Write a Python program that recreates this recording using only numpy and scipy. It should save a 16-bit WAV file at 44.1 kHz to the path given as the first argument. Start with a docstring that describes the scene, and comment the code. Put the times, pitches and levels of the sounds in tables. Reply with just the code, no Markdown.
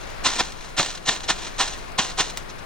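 """Asphalt at night, a few metres from a burning strobe flare. Its crust flashes eight times: a short swell
of crackling hiss with a puff of gas and a low thump, then a sizzling afterburn. Between flashes it fizzes,
spits and now and then snaps. The burning noise is tiny pops plus rushing gas, through fixed resonances.
Nearby reflections widen it. Behind it lie a soft outdoor rush, a deep hum and thin microphone hiss."""
import sys
import numpy as np
from scipy import signal
from scipy.fft import rfft, irfft, next_fast_len
from scipy.io import wavfile
from scipy.ndimage import map_coordinates

SR = 44100
rng = np.random.default_rng(int(sys.argv[2]) if len(sys.argv) > 2 else 0)


def materialize(psi):
    """Save the field psi as 16-bit PCM at rate SR to the path in sys.argv[1].

    A 1-D psi becomes a single channel; in a 2-D psi each row is a channel.
    """
    bounded = np.clip(np.atleast_2d(psi).T, -1, 1)
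    quanta = np.round(bounded * 32767).astype(np.int16)
    wavfile.write(sys.argv[1], SR, quanta)


N = 116865

# burning hiss spectrum (frequency [Hz], gain [dB])
HISS_SPECTRUM = [(100, -31.5), (300, -8), (800, -4.5), (2000, -6.5), (3800, -1), (4600, -5.5), (6300, -3.5),
                 (8200, -10.5), (9500, -19), (12000, -45), (16000, -18.5)]


def amp(db):
    """Decibels to gain."""
    return 10 ** (np.asarray(db) / 20)


def unit(x):
    """Scale to rms 1."""
    return x / np.sqrt(np.mean(x ** 2) + 1e-20)


def along(points, hz):
    """Interpolate (frequency [Hz], value) points on a log axis."""
    f, v = np.transpose(points)
    return np.interp(np.log(hz + 1), np.log(f + 1), v)


def clock():
    """Sample times [s]."""
    return np.arange(N) / SR


def wobble(knots_per_s):
    """Smooth random curve."""
    knots = rng.standard_normal(int(N * knots_per_s / SR) + 4)
    return map_coordinates(knots, [clock() * knots_per_s])


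def filtered(x, response):
    """Apply the complex gain response(hz)."""
    m = next_fast_len(N + SR // 2)
    return irfft(rfft(x, m) * response(np.fft.rfftfreq(m, 1 / SR)), m)[..., :N]


def coloured(x, db_at, size=4096):
    """Minimum-phase filter with gain db_at(hz)."""
    cepstrum = irfft(np.log(amp(db_at(np.fft.rfftfreq(size, 1 / SR)))))
    cepstrum[1:size // 2] *= 2
    cepstrum[size // 2 + 1:] = 0
    return signal.fftconvolve(x, irfft(np.exp(rfft(cepstrum))))[:N]


def mic_hiss(level_db=-59):
    """Thin steady microphone hiss, independent in each channel."""
    # microphone hiss spectrum (frequency [Hz], gain [dB])
    spectrum = [(2000, -18), (5000, -6), (8000, 14), (10800, 14.5), (12500, -3), (16000, -10)]
    noise = rng.standard_normal((2, N))
    return amp(level_db) * unit(filtered(noise, lambda hz: amp(along(spectrum, hz))))


def outdoors(hum_hz=26.9, hum_db=-41.5, hum_side_rad=0.76):
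    """Wide, soft rush of the surroundings over a deep hum."""
    # rush spectrum (frequency [Hz], gain [dB])
    spectrum = [(20, -5.5), (37, -8.5), (52, -10.5), (110, -15), (185, -14), (280, -18), (400, -16.5),
                (600, -16.5), (850, -18), (1080, -16.5), (1350, -18.5), (2300, -24.5), (3300, -31),
                (5000, -32), (8000, -61), (12000, -46.5)]
    # rush envelope (time [s], level [dB])
    levels = [(0, -37), (.25, -35.5), (.6, -40), (1, -40.5), (1.5, -37.5), (1.85, -37.5), (2.3, -38),
              (2.65, -38.5)]
    # likeness of the two ears (frequency [Hz], correlation [-1..1])
    correlation = [(60, 0.38), (130, 0.21), (290, -0.031), (640, -0.73), (1410, 0.014), (3100, -0.05),
                   (7000, 0.16), (15000, -.3)]
    width_rad = lambda hz: np.arccos(np.clip(along(correlation, hz), -1, 1)) / 2
    shape = lambda hz: amp(along(spectrum, hz)) * [np.cos(width_rad(hz)), np.sin(width_rad(hz))]
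    mid, side = filtered(rng.standard_normal((2, N)), shape)
    rush_db = np.interp(clock(), *np.transpose(levels)) + 0.2 * wobble(14)
    rush = unit(np.array([mid + side, mid - side])) * amp(rush_db)
    phase = 2 * np.pi * hum_hz * clock() + 0.2 * wobble(3.6) + hum_side_rad * np.array([[1], [-1]])
    return rush + amp(hum_db) * np.sqrt(2) * np.sin(phase)


def yard_reverb(x):
    """Answer of the surroundings: a noise tail, shortest near 2 kHz."""
    # reverberation time (frequency [Hz], T60 [s])
    decay = [(200, 0.6), (2000, 0.093), (10000, 0.42)]
    hz, t, bins = signal.stft(rng.standard_normal((2, SR // 2)), SR, nperseg=256)
    tail = signal.istft(bins * amp(-60 * t / along(decay, hz)[:, None]), SR, nperseg=256)[1]
    return signal.fftconvolve(x[None], tail / np.linalg.norm(tail[0]), axes=1)[:, :N]


def near_reflections(x, taps=400):
    """Side signal: echoes off the ground and nearby things within a few milliseconds."""
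    # stereo width (frequency [Hz], side gain [dB])
    width = [(60, 7), (150, -23), (400, -20.5), (1000, -22), (3000, -17), (8000, -4)]
    echoes = rng.standard_normal(taps) * np.hanning(taps)
    reflected = signal.fftconvolve(x, echoes / np.linalg.norm(echoes))[:N]
    return filtered(reflected, lambda hz: amp(along(width, hz)))


def sizzle(spectrum, pop_share, vent_hz=None):
    """Burning noise, rms 1: tiny pops and rushing gas through resonances, with a lift at any vent_hz."""
    # fixed resonances of the ground and nearby walls (centre [Hz], width [Hz], lift [dB])
    resonances = [(290, 80, 4), (770, 90, 5), (1010, 80, 6), (1420, 90, 5), (1820, 110, 7), (2090, 50, 4),
                  (2430, 60, 3), (2800, 110, 4), (3270, 60, 4), (3690, 90, 3), (4130, 130, 6.5),
                  (4720, 90, 3), (5220, 130, 4), (5750, 90, 3), (6140, 150, 5), (6680, 80, 3),
                  (7050, 120, 3), (7850, 120, 4), (8230, 100, 4)]
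    pops_per_s, spread_db = 4500, 5
    vent_db, vent_octaves = 5, 0.57
    size_db = spread_db * np.minimum(rng.standard_normal(N), 2)
    pops = (rng.random(N) < pops_per_s / SR) * rng.choice([-1, 1], N) * amp(size_db)
    source = np.sqrt(pop_share) * unit(pops) + np.sqrt(1 - pop_share) * rng.standard_normal(N)
    lift = lambda hz: sum(db * np.exp(-((hz - centre) / width) ** 2) for centre, width, db in resonances)
    vent = lambda hz: vent_db * np.exp(-(np.log2((hz + 1) / vent_hz) / vent_octaves) ** 2) if vent_hz else 0
    return unit(coloured(source, lambda hz: along(spectrum, hz) + lift(hz) + vent(hz)))


def swell(peak_s, rise_s, fall_s, drop_db=12.5):
    """Burn envelope: catches, grows to 1, is drop_db down after fall_s."""
    t = clock() - peak_s
    growth = np.clip(1 + t / rise_s, 0, 1) ** 0.99
    return growth * amp(-drop_db * np.clip(t / fall_s, 0, 10) ** 1.13)


def smoulder():
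    """Dark phase: flickering fizz with short spits."""
    # fizz envelope (time [s], level [dB])
    fizz_levels = [(0, -44.5), (.22, -50), (.5, -49.5), (.67, -44.5), (.73, -52), (.9, -59), (1.02, -49.5),
                   (1.2, -44), (1.53, -46), (1.76, -44), (1.9, -49), (1.95, -60), (2.29, -42),
                   (2.35, -46.5), (2.39, -41), (2.45, -54), (2.65, -53.5)]
    # spits (peak time [s], level [dB], half length [s])
    spit_events = [(0.363, -26, 0.016), (0.524, -36.5, 0.0043), (0.611, -38, 0.0049), (0.645, -39.5, 0.022),
                   (0.83, -23.5, 0.0067), (0.862, -26.5, 0.0054), (0.952, -34, 0.018), (.978, -36, 0.0081),
                   (1.066, -28.5, 0.015), (1.207, -34, 0.0059), (1.242, -30.5, 0.012), (1.39, -34, 0.012),
                   (1.428, -32.5, 0.016), (1.452, -31.5, .01), (1.474, -30.5, 0.013), (1.681, -26, 0.0066),
                   (1.733, -34.5, 0.0092), (2.049, -27.5, 0.01), (2.107, -33.5, 0.0053), (2.3, -32, .013),
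                   (2.502, -38, 0.018), (2.591, -42.5, 0.014)]
    fizz_db = np.interp(clock(), *np.transpose(fizz_levels)) + 1.5 * wobble(150)
    fizz = amp(fizz_db) * sizzle(HISS_SPECTRUM, pop_share=0.57)
    spit_gain = sum(amp(db) * swell(peak_s, half_s, half_s) for peak_s, db, half_s in spit_events)
    return fizz + spit_gain * sizzle(HISS_SPECTRUM, pop_share=0.87)


def snaps():
    """Dry snaps of the crust: a sharp click, its ground bounce and a short scatter."""
    # snaps (time [s], level before filtering [dB])
    events = [(.103, -14), (0.522, -13), (.696, -19), (1.778, -13), (1.92, -17), (2.3033, -10), (2.3734, 4)]
    # snap spectrum (frequency [Hz], gain [dB])
    spectrum = [(200, -27), (900, -6), (2000, -4.5), (4000, -2.5), (8000, -3.5), (11000, -16), (16000, -9)]
    scatter_db, scatter_t60_s = -2, 0.048
    bounce_db, bounce_s = -12, 0.00103
    clicks = np.zeros(N)
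    for start_s, db in events:
        t = np.maximum(clock() - start_s, 0)
        scatter = (t > 0) * amp(-60 * t / scatter_t60_s) * rng.standard_normal(N)
        clicks += amp(db + scatter_db) * scatter / np.linalg.norm(scatter)
        clicks[round(start_s * SR)] -= amp(db)
        clicks[round((start_s + bounce_s) * SR)] -= amp(db + bounce_db)
    return coloured(clicks, lambda hz: along(spectrum, hz))


def flashes():
    """Crust flashes: a hiss, a shorter gas puff with a thump, an afterburn that sags and goes out."""
    # flashes (peak time [s], level [dB], rise [s], fall [s], relative puff [dB], puff centre [Hz],
    # relative thump [dB], afterburn level [dB], afterburn length [s])
    events = [(0.263, -18, 0.028, 0.026, -0.5, 900, -13, -25, .13),
              (.406, -19, 0.029, 0.0098, 2, 1000, -6.5, -33.5, 0.094),
              (0.797, -17, 0.033, 0.021, -1.5, 710, -10, -27.5, .13),
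              (1.093, -16.5, .028, 0.0085, -3, 1920, -10.5, -24, 0.07),
              (1.302, -17.5, .026, 0.02, 0, 1460, -15.5, -36.5, 0.19),
              (1.608, -18, 0.029, 0.035, -2.5, 940, -21.5, -31, .13),
              (1.99, -18, 0.013, 0.019, 3.5, 950, -8, -28, 0.12),
              (2.206, -17, .036, 0.017, -4, 1110, -13, -29.5, 0.074)]
    # gas puff spectrum (frequency [Hz], gain [dB])
    puff_spectrum = [(60, -18), (200, -13), (400, -9), (800, -1.5), (1800, -1), (3500, 0), (6000, -8),
                     (10000, -66)]
    # thump spectrum (frequency [Hz], gain [dB])
    thump_spectrum = [(25, 2), (70, -1), (140, 6.5), (290, 6), (500, -2.5), (1200, -18), (4000, -63)]
    lag_s, puff_scale, thump_scale = 0.003, 0.89, 0.62  # timing against the hiss
    sag_db, die_db_per_s, flicker_db = 7.5, 330, 1.4
    hiss_gain, puffs, thump_gain, after_gain = np.zeros((4, N))
    for peak_s, db, rise_s, fall_s, puff_db, puff_hz, thump_db, after_db, after_s in events:
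        hiss_gain += amp(db) * swell(peak_s, rise_s, fall_s)
        puff_gain = amp(db + puff_db) * swell(peak_s + lag_s, rise_s * puff_scale, fall_s * puff_scale)
        puffs += puff_gain * sizzle(puff_spectrum, pop_share=0.13, vent_hz=puff_hz)
        thump_swell = swell(peak_s + lag_s, rise_s * thump_scale, fall_s * thump_scale)
        thump_gain += amp(db + thump_db) * thump_swell
        t = np.maximum(clock() - peak_s, 0)
        fade_db = sag_db * t / after_s + die_db_per_s * np.maximum(t - after_s, 0)
        after_gain += (t > 0) * amp(after_db - fade_db)
    hiss = hiss_gain * sizzle(HISS_SPECTRUM, pop_share=0.22)
    thumps = thump_gain * sizzle(thump_spectrum, pop_share=0.022)
    afterburn = after_gain * amp(flicker_db * wobble(220)) * sizzle(HISS_SPECTRUM, pop_share=0.71)
    return hiss + amp(-1) * puffs + thumps + afterburn


def scene():
    """The flare arrives slightly sooner on the left; the background leans left."""
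    # flare balance (frequency [Hz], left minus right [dB])
    flare_balance = [(100, -2.5), (750, 1.5), (1150, -2), (2500, 1), (4200, -1.5), (6400, 2), (9000, -1.8),
                     (14000, 6.5)]
    # background balance (frequency [Hz], left minus right [dB])
    background_balance = [(60, 2), (200, 2.5), (380, 8), (700, 11), (1300, 3), (2400, 11.5), (4400, 7),
                          (8000, -0.5)]
    left_lead_s, reverb_db = 3.6e-5, -17.5
    sides = np.array([[0.5], [-0.5]])
    flare = flashes() + smoulder() + snaps()
    lead = lambda hz: np.exp(2j * np.pi * hz * sides * left_lead_s)
    direct = filtered(flare, lambda hz: amp(sides * along(flare_balance, hz)) * lead(hz))
    background = filtered(outdoors(), lambda hz: amp(sides * along(background_balance, hz)))
    reflections = 2 * sides * near_reflections(flare) + amp(reverb_db) * yard_reverb(flare)
    return direct + reflections + background + mic_hiss()


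def record(dry, top_hz=16000):
    """Band limit: nothing above top_hz."""
    return filtered(dry, lambda hz: hz < top_hz)


dry = scene()
out = record(dry)
materialize(out)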